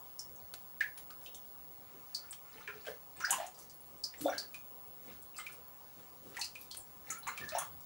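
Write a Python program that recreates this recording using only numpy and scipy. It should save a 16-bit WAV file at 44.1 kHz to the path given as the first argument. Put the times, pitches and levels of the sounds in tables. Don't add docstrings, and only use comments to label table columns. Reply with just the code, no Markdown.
import sys
import numpy as np
from scipy import signal
from scipy.io import wavfile
from scipy.ndimage import uniform_filter1d

SR = 44100
rng = np.random.default_rng(int(sys.argv[2]) if len(sys.argv) > 2 else 0)


def boost(x):
    u = np.asarray(x, float) / 20
    return 10 ** u


def store_wav(level_fs):
    pcm = np.round(np.clip(np.atleast_2d(level_fs), -1, 1) * 32767)
    wavfile.write(sys.argv[1], SR, pcm.T.astype(np.int16))


N = 346493


def bubble(db, hz, cycles, rise, pan_db, swell_db, bend, neck_cycles, snap_db=-60):
    life = np.arange(0, 1, hz / SR / np.clip(cycles, 2, 300))
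    pitch = np.minimum(hz * (1 + rise * life ** bend), SR / 2.6)
    closing = np.minimum((life * cycles + 0.23) / neck_cycles, 1)
    dying = np.minimum((1 - life) * cycles / 1.2, 1)
    level = boost(swell_db * life) * closing * dying
    ring = level / level.max() * np.sin(2 * np.pi * np.cumsum(pitch) / SR)
    ring = np.append(ring, np.zeros(200))
    u = np.arange(1, len(ring) + 1) * hz / SR * 5.5
    snap = boost(snap_db) * np.e * u * np.exp(-u)
    sound = above(ring, 0.94 * hz) + above(snap, 1.05 * hz)
    return boost(db) * sides(pan_db)[:, None] * sound


def above(x, hz):
    return signal.sosfilt(signal.butter(7, min(hz, SR / 2.2), "high", fs=SR, output="sos"), x)


def lean(hz):
    return -1 + 1.5 * abs(np.log2(hz / 1600))


def sides(pan_db):
    return boost(np.array([pan_db / 2, -pan_db / 2]))


def plink(db, hz, cycles, snap_db):
    return bubble(db, hz, cycles, 0.44, lean(hz), -17.0, 2.5, 0.68, snap_db)


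# start in seconds, peak level in dB, pitch in Hz, life in cycles, snap in dB.
SMALL_BUBBLES = [(0.1917, -33, 5320, 27, 13), (0.9761, -37, 9700, 10, 15.5), (1.261, -37, 2900, 8, 6),
                 (1.3464, -45, 6050, 8.2, 23), (2.1465, -27, 4490, 21, 11), (2.3087, -31, 8200, 14, 8),
                 (3.203, -39, 6350, 9.7, 13), (3.248, -27.5, 4810, 20, 5), (3.3066, -22, 6900, 14, 24),
                 (4.0376, -23, 4770, 11.6, 6), (4.213, -25, 11500, 9, 9), (4.3803, -25, 4470, 20, 10),
                 (5.3806, -31, 7800, 12, 6), (5.68, -23, 15000, 6.2, 22), (6.3942, -37.5, 6200, 10, 20),
                 (6.413, -25.5, 4330, 17, 11.5), (6.4437, -33, 4770, 15.6, 15.5),
                 (6.612, -30.5, 12800, 5.8, 22), (6.712, -34.5, 4330, 14, 11.5), (6.77, -30, 8900, 12, 14),
                 (7.1036, -25, 6630, 12.5, 12), (7.274, -32, 6750, 13, 12.5),
                 (7.4897, -40, 3950, 7.9, 19.5), (7.5836, -17.5, 9170, 3.6, 6)]
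# start in seconds, peak level in dB, pitch in Hz, life in cycles, snap in dB.
MIDDLE_BUBBLES = [(0.807, -21.5, 1696, 17, 2.5), (1.108, -51, 1400, 6, -6), (2.676, -34, 1650, 6.4, 5),
                  (2.688, -43.5, 1356, 32, -1), (2.866, -43, 1520, 33, 10), (3.2045, -36, 1386, 25, 10),
                  (3.2385, -29, 1460, 12.2, -13), (3.271, -40, 1620, 19, 4), (3.297, -38, 1560, 13, 17.5),
                  (3.33, -38, 1010, 5.8, 17), (4.138, -43, 1900, 8.3, 9), (4.28, -39.5, 1380, 30, 6),
                  (4.324, -32.5, 1450, 8.5, -1), (5.386, -41.5, 1230, 13, 12), (6.3464, -52, 1315, 16, 6),
                  (6.3669, -32.5, 1873, 15, -24), (7.2677, -41, 1133, 17, 16), (7.2833, -37, 1390, 16, 5),
                  (7.299, -53, 1170, 15, 9), (7.6099, -40, 1066, 17, 8)]


def pinched_bubbles():
    return [(s, plink(db - 5.5, *shape)) for s, db, *shape in SMALL_BUBBLES + MIDDLE_BUBBLES]


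# start in seconds, peak level in
# dB, pitch in Hz, snap in dB.
FAINT_BUBBLES = [(0.358, -51, 6300, 14), (1.2345, -47, 10600, 10), (2.573, -55, 2830, 5),
                 (2.8535, -51, 2420, 17), (2.866, -43, 3100, 13), (3.1681, -43, 8200, -3),
                 (3.4648, -45.5, 6600, 21), (3.5443, -52.5, 4870, 16), (3.588, -54.5, 6110, 24.5),
                 (3.6235, -47.5, 5700, -46), (3.697, -56.5, 4770, 26), (3.739, -42, 11100, 1),
                 (3.8056, -46, 9600, -3), (3.861, -47, 11800, 13), (3.9804, -53, 7920, 1),
                 (4.193, -57, 7600, -5), (5.2214, -50.5, 8000, 23), (5.3648, -43.5, 4740, 16),
                 (5.5246, -46.5, 8700, 19), (5.93, -45, 11700, -19), (6.347, -51.5, 2700, 13),
                 (7.184, -40.5, 9900, 14), (7.3737, -41, 2430, 7), (7.485, -52, 4300, 4),
                 (7.805, -60, 5630, 23), (7.5857, -30, 6400, 10), (7.402, -52, 3000, 19),
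                 (5.3975, -47, 2960, 16), (1.105, -51, 4770, 7), (4.59, -54, 6000, 2)]


def faint_bubbles():
    return [(s, plink(db - 3.5, hz, 11.4, snap_db)) for s, db, hz, snap_db in FAINT_BUBBLES]


# start in seconds, peak level in dB, pitch in Hz, life in cycles.
SUBMERGED_BUBBLES = [(1.344, -41.5, 3300, 6.2), (2.675, -36, 2336, 25), (2.699, -46, 2450, 33),
                     (3.2044, -48, 2130, 44), (3.2211, -41.5, 5690, 70), (3.303, -32, 3100, 9.8),
                     (3.3271, -27.5, 2790, 6.1), (4.1805, -48, 7640, 70), (4.2647, -38, 3500, 34),
                     (4.33, -51, 3460, 30), (4.247, -47, 3500, 25), (4.2945, -45, 2290, 20),
                     (4.2963, -44, 5770, 51), (4.3231, -41.5, 2130, 20), (4.541, -43.5, 2452, 62),
                     (5.343, -48, 2630, 18), (5.3844, -43, 2086, 46), (5.4646, -34.5, 2335, 12),
                     (6.4147, -33.5, 2680, 11), (6.5548, -40.5, 2447, 27), (6.7087, -41.5, 3270, 27),
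                     (7.231, -45.5, 4000, 24), (7.2755, -31.5, 2100, 13), (7.287, -43, 4070, 35),
                     (7.378, -39.5, 2300, 19), (7.5482, -35.5, 5570, 27), (7.5847, -37.5, 3310, 18)]


def pings():
    return [(s, bubble(db - 5, hz, cycles, 0.015, lean(hz), -22.0, 1.2, 1.5))
            for s, db, hz, cycles in SUBMERGED_BUBBLES]


# start in seconds, peak level in dB, pitch in Hz, life in cycles.
LARGE_POCKETS = [(1.927, -57, 352, 6.2), (2.681, -53, 384, 6.9), (2.719, -53, 400, 2.8),
                 (2.866, -41, 580, 3.7), (2.882, -38.5, 478, 3.2), (3.278, -44, 730, 3.2),
                 (3.295, -37, 670, 2), (3.325, -35, 916, 5.3), (3.38, -37, 650, 4.8), (3.398, -35, 670, 3),
                 (4.2545, -22.5, 550, 3.44), (4.287, -35, 688, 4.5), (6.381, -40, 810, 6.5),
                 (7.075, -53, 742, 10), (7.222, -57, 807, 13), (7.548, -25, 641, 2.34),
                 (7.575, -35, 730, 3.7)]


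def plops():
    return [(s, bubble(db - 6, hz, cycles, 0.26, lean(hz), -8.0, 1.6, 2.5))
            for s, db, hz, cycles in LARGE_POCKETS]


# start in seconds, peak level in dB, pitch in Hz, life in cycles,
# rise as a share of the pitch.
SLIDING_POCKETS = [
    (4.206, -47.5, 275, 12, .3),
    (7.518, -51, 600, 16, .3),
    (7.41, -51, 1790, 75, -.09),
    (7.099, -52, 1330, 12, .08),
]


def gulps():
    return [(s, bubble(db, hz, cycles, rise, lean(hz), -2.5, 2.2, 1.4))
            for s, db, hz, cycles, rise in SLIDING_POCKETS]


# start
# in seconds, peak level in dB, pitch in Hz, life in cycles, # rise as a share of the pitch.
FURTHER_BUBBLES = [(3.236, -37, 1330, 23, .42), (3.303, -46, 760, 27, .4), (3.396, -42, 640, 13.1, 0.353),
                   (3.398, -52.5, 1800, 18, .1), (4.243, -46, 420, 9, .5), (4.26, -41, 620, 8, .3),
                   (7.264, -47, 820, 24, 0.61), (7.111, -57, 1270, 39, .03),
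                   (7.162, -60, 1350, 41, 0.025), (7.16, -65, 2250, 30, .03),
                   (7.518, -55, 2450, 14.5, .1), (6.8, -54, 7400, 36, 0.044),
                   (2.677, -55, 410, 27, 0.087), (2.674, -57, 980, 9.7, .1), (2.864, -53, 400, 12, 0.49),
                   (3.2, -52.5, 970, 11.6, .1), (2.852, -58, 2100, 14.6, 0.077),
                   (2.543, -63, 430, 19.3, 0.11), (2.575, -64, 860, 29, 0.039),
                   (1.259, -53.5, 3370, 8.5, .2), (1.1, -56, 1150, 6.8, 0.21), (6.588, -50, 10600, 8, .2),
                   (7.9, -51, 8100, 8, .2), (2.1, -58, 9800, 8, .2), (2.326, -54, 3000, 9, .2),
                   (2.327, -54, 5500, 10, .1), (0.4, -62, 3900, 9.7, 0.32), (7.099, -45, 1700, 4.7, 0.46),
                   (7.473, -54, 1680, 36, .12), (7.56, -45, 800, 16, .4), (7.505, -60, 1250, 50, .05),
                   (3.313, -44, 900, 10, .15), (4.332, -50, 1650, 20, -.05), (4.35, -55, 1600, 60, .02),
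                   (7.624, -51, 1000, 9, .1), (3.372, -57, 900, 8, 0), (4.28, -52, 1100, 20, .1),
                   (5.055, -64, 190, 5, .5), (7.38, -57, 1000, 6, .4)]


def climbs():
    return [(s, bubble(db, hz, cycles, rise, lean(hz), -4.0, 1.2, 2.5))
            for s, db, hz, cycles, rise in FURTHER_BUBBLES]


# start in seconds, length in seconds, level in dB.
FROTH_BURSTS = [(1.834, 0.19, -73), (2.048, 0.31, -74.5), (5.787, 0.36, -81), (7.493, 0.2, -64.5),
                (2.41, 0.32, -69.5), (2.675, 0.32, -70), (3.129, 0.15, -61.5), (3.214, 0.28, -60),
                (4.263, 0.21, -64.5), (5.02, .15, -65.5), (5.33, 0.27, -70.5), (6.31, 0.19, -63.5),
                (7.028, 0.15, -59), (7.19, 0.27, -67.5), (7.383, 0.29, -65)]


def froth():
    level, t = np.zeros(N), np.arange(N) / SR
    for s, length, db in FROTH_BURSTS:
        fade_s = 0.11
        level += boost(db) * np.clip(np.minimum(t - s, s + length - t) / fade_s, 0, 1)
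    kind, swarm = rng.integers(0, 24, N), np.zeros((2, N))
    born = rng.random(N) < 800 / SR
    size = boost(7.16 * np.minimum(rng.exponential(1, N), 3)) * born * level
    for k, hz in enumerate(np.geomspace(1150, 6500, num=24)):
        pan_db = rng.normal(0, 0.6)
        grain = bubble(-1.5 * np.log2(hz / 2000), hz, 4.8, 0.25, pan_db, -29.5, 1.36, 0.45)
        for at in np.flatnonzero(size * (kind == k)):
            swarm[:, at:at + grain.shape[1]] += size[at] * grain
    return boost(-1.8) * swarm


# start in seconds, peak level in dB, pitch in Hz.
SPRAY_SPECKS = [(3.469, -50, 12500), (3.527, -49, 10500), (3.546, -52, 12500), (3.652, -51, 11500),
                (3.7, -49, 11000), (3.74, -47, 12500), (3.749, -44, 10800), (3.863, -47, 11000),
                (1.105, -46, 2630), (6.554, -48, 12000)]


def specks():
    near = np.zeros(N + SR)
    for s, db, hz in SPRAY_SPECKS:
        speck = bubble(db, hz, 4.7, 0.35, 0, -13.0, 1.1, 0.87)[0]
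        near[round(s * SR):][:len(speck)] += speck
    return near


# mode in Hz, level in dB, decay time t60 in seconds.
SHELL_MODES = [(1500, -6, 0.013), (4420, 2, 0.0096), (6500, -8, .012), (9500, 4, .004), (11700, 2, 0.0044)]


def casing(db):
    t = np.arange(600) / SR
    modes = [boost(g_db - 60 * t / t60) * np.sin(2 * np.pi * hz * t) for hz, g_db, t60 in SHELL_MODES]
    return boost(db - 5.5) * sum(modes)


def snap_pulse(db, hz):
    u = np.arange(120) * hz / SR * 8.3
    return boost(db + 13.5) * above((1 - u) * np.exp(-u), 500)


# start in seconds, peak level in dB, tone in Hz, echo share from 0 to 1.
CLOSE_TICKS = [(0.5396, -29.5, 2690, 0.16), (0.9765, -45, 2600, 0.75), (1.1048, -43, 2600, 0.3),
               (1.2116, -51, 2570, 0.4), (2.327, -49, 1500, 1), (4.212, -36.5, 2740, 0.38),
               (4.5433, -45, 2800, 0.84), (5.465, -42.5, 2600, 0.47), (6.3674, -43, 2600, 0.86),
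               (6.5528, -48, 2600, 0.75), (6.7474, -34.5, 2600, 0.22), (7.3755, -41.5, 2530, 0.86)]


def add_ticks(near, places):
    for k, (s, db, hz, wet) in enumerate(CLOSE_TICKS):
        at, wet = round(s * SR), np.clip(wet, 0, 1)
        near[at:at + 600] += (1 - wet) * casing(db)
        places[k % len(places), :, at:at + 120] += wet * snap_pulse(db, hz)


# frequency in Hz, decay time t60 in seconds.
CAVE_DECAY = [(200, 0.31), (1000, 0.24), (4000, 0.23), (14000, 0.17)]
# frequency in Hz, side against mid in dB.
CAVE_WIDTH = [(200, -21), (600, -11.5), (1500, -14), (4000, -13.5), (10000, -2.5)]
# delay in seconds, level in dB.
ROCK_FACES = [(.0045, -2), (.0085, -4), (.013, -7), (.02, -6), (.031, -13)]
# delay in seconds, level in dB.
WALL_MIRROR = (0.001668, 3.5)


def echo(tail_db=6.5, length=SR // 2):
    taps = np.zeros((2, length))
    at = np.arange(96, length - 16, 16) + rng.integers(0, 16, (2, (length - 97) // 16))
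    strength = rng.choice([-1., 1.], at.shape) * boost(0.39 * rng.standard_normal(at.shape))
    np.put_along_axis(taps, at, strength, 1)
    hz, t, z = signal.stft(taps, SR, nperseg=128)
    z *= boost(-60 * t / read(CAVE_DECAY, hz)[:, None])
    z[1] *= boost(read(CAVE_WIDTH, hz))[:, None]
    mid, side = signal.istft(z, SR, nperseg=128)[1][:, :length]
    path = boost(tail_db) * left_right(mid, side) / np.linalg.norm(mid)
    path[:, :60] = 0
    path[:, 0] = 1
    delay_s, mirror_db = WALL_MIRROR
    path[:, round(delay_s * SR)] += boost(mirror_db)
    for s, db in ROCK_FACES:
        path[:, round(s * rng.uniform(0.92, 1.08) * SR)] += boost(db) * rng.choice([-1, 1])
    return path


def read(points, hz):
    f, value = np.transpose(points)
    return np.interp(np.log(hz + 1), np.log(f + 1), value)


def left_right(mid, side):
    return np.array([mid + side, mid - side])


def splashes(count=5):
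    sounds = pinched_bubbles() + faint_bubbles() + pings() + plops() + gulps() + climbs()
    places, near = np.zeros((count, 2, N + SR)), specks()
    for k, (s, sound) in enumerate(sounds):
        places[k % count, :, round(s * SR):][:, :sound.shape[1]] += sound
    add_ticks(near, places)
    places[0, :, :N] += froth()
    echoed = sum(signal.oaconvolve(place, echo(), axes=1)[:, :N] for place in places)
    return signal.lfilter(*signal.butter(3, 11400, fs=SR), near[:N] + echoed)


# time in seconds, low slosh lift in dB, spray hiss lift in dB.
PADDLE_STROKES = [(2.75, 10, 1), (1.25, 4, 9.5), (1.95, 12, -3), (2.56, 14, -2), (2.89, 15, 8),
                  (3.19, 10.5, -4), (3.33, 15, 20), (4.223, 19.5, 17), (4.36, 15, -7), (5.08, 18.5, 0),
                  (5.53, 13, 8), (6.13, 10, 0), (6.27, 18.5, -3), (7.09, 14, 10.5), (7.42, 16.5, 3),
                  (7.63, 7, 11.5), (7.76, -0.5, 2), (5.99, 12, -4), (6.62, 0, 11), (3.6, 0, 13)]


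def stir(t):
    s, *lifts_db = np.transpose(PADDLE_STROKES)[:, :, None]
    surge, ebb, calm_db = 241, 106, 3.5
    fall_db = np.maximum(surge * (s - t), ebb * (t - s))
    return [np.maximum((db - fall_db).max(0), calm_db) for db in lifts_db]


# time in seconds, lift in dB, half length in seconds.
POOL_HEAVES = [(0.25, 6, 0.43), (1.3, 1.5, 0.26), (3.097, 6, 0.13), (2.05, 2, .2), (7.45, 7, 0.18),
               (7.7, 10, 0.18)]


def heave(hz, t):
    centre_hz, octaves = 103, 0.8
    band = np.exp(-np.log2((hz[:, None] + 1) / centre_hz) ** 2 / octaves ** 2)
    return band * sum(db * np.exp(-((t - s) / half) ** 2) for s, db, half in POOL_HEAVES)


# frequency in Hz, density in dB per Hz.
HUSH_SPECTRUM = [(12, -42), (20, -1), (147, -4), (178, -5), (357, -5), (433, -4), (497, -5), (796, -3),
                 (1780, -12), (2770, -14.5), (4310, -17), (15000, -20.5)]
# frequency in Hz, side against mid in dB.
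HUSH_WIDTH = [(60, -13), (240, -3.5), (950, -8), (3770, -7.5), (15000, -1)]
# frequency in Hz, width in Hz, lift in dB.
HOLLOW_MODES = [(71.6, 17, 4.5), (155, 30, 1.5), (511, 20, 6.5), (765.4, 37.5, 8.5), (1018, 51, 10.5),
                (1225, 134, 5.5)]
# frequency in Hz, share from 0 to 1.
SLOSH_SHARE = [(75, 0), (130, 0.82), (350, 0.91), (800, 0.19)]


def hush():
    frames, hz = N // 256 + 5, np.fft.rfftfreq(1024, 1 / SR)
    a, b, c, d, patches = rng.standard_normal((frames, 513, 5)).T
    patches = uniform_filter1d(uniform_filter1d(patches, 12, 0), 14, 1)
    patches_db = 1.8 * patches / patches.std()
    t = np.arange(frames) * 256 / SR
    low_db, high_db = stir(t)
    low = np.clip(read(SLOSH_SHARE, hz), 0, 1)[:, None] * low_db
    high = np.clip(np.log2(hz / 2500 + 1e-9), 0, 1)[:, None] * high_db
    z = np.array([a + 1j * b, (c + 1j * d) * boost(read(HUSH_WIDTH, hz))[:, None]])
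    modes_db = sum(db / (1 + (2 * (hz - f) / width) ** 2) for f, width, db in HOLLOW_MODES)
    steady_db = (read(HUSH_SPECTRUM, hz) + modes_db)[:, None]
    z *= boost(steady_db + low + high + heave(hz, t) + patches_db)
    mid, side = signal.istft(z, nperseg=1024, noverlap=768)[1][:, :N]
    return boost(-59.5) * left_right(mid, side) / mid.std()


# frequency in Hz, width in Hz, rms level in dB.
DEEP_MODES = [(73, 10, -76), (146.5, 13, -77), (203.6, 13, -82), (300.5, 14, -85.5)]


def drone():
    total = 0
    for hz, width, db in DEEP_MODES:
        held = signal.lfilter(*signal.iirpeak(hz, hz / width, SR), rng.standard_normal(N))
        total = total + boost(db) * held / held.std()
    return total


# time in seconds, level in dB, left-right difference in dB.
LAMP_WHINE = [(0.0, -54.5, 7.0), (0.79, -53, 3.5), (1.73, -53, 2), (1.88, -57, 4), (2.06, -55.5, 7.5),
              (2.41, -55, 5), (2.67, -60, 8), (2.84, -55.5, 7), (3.26, -56, 3), (3.46, -63, 9.5),
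              (3.81, -57, 6), (4.26, -56, 3), (4.68, -53.5, 7.0), (5.56, -55.5, 3), (6.69, -61.5, 14),
              (6.87, -58.5, 9), (7.64, -53.5, 8), (7.86, -56, 11)]


def whine():
    s, db, pan_db = np.transpose(LAMP_WHINE)
    t = np.arange(N) / SR
    tone = np.sqrt(2) * boost(np.interp(t, s, db)) * np.sin(2 * np.pi * 15684.5 * t)
    return tone * sides(np.interp(t, s, pan_db))


def scene():
    return splashes() + hush() + whine() + drone()


def band_limit(x):
    return signal.sosfilt(signal.butter(12, 17170, fs=SR, output="sos"), x)


def record(dry):
    low_pass = signal.firwin(801, 15830, window=("kaiser", 9), fs=SR)
    limited = signal.oaconvolve(dry, low_pass[None], "same")
    return band_limit(limited)


dry = scene()
out = record(dry)
store_wav(out)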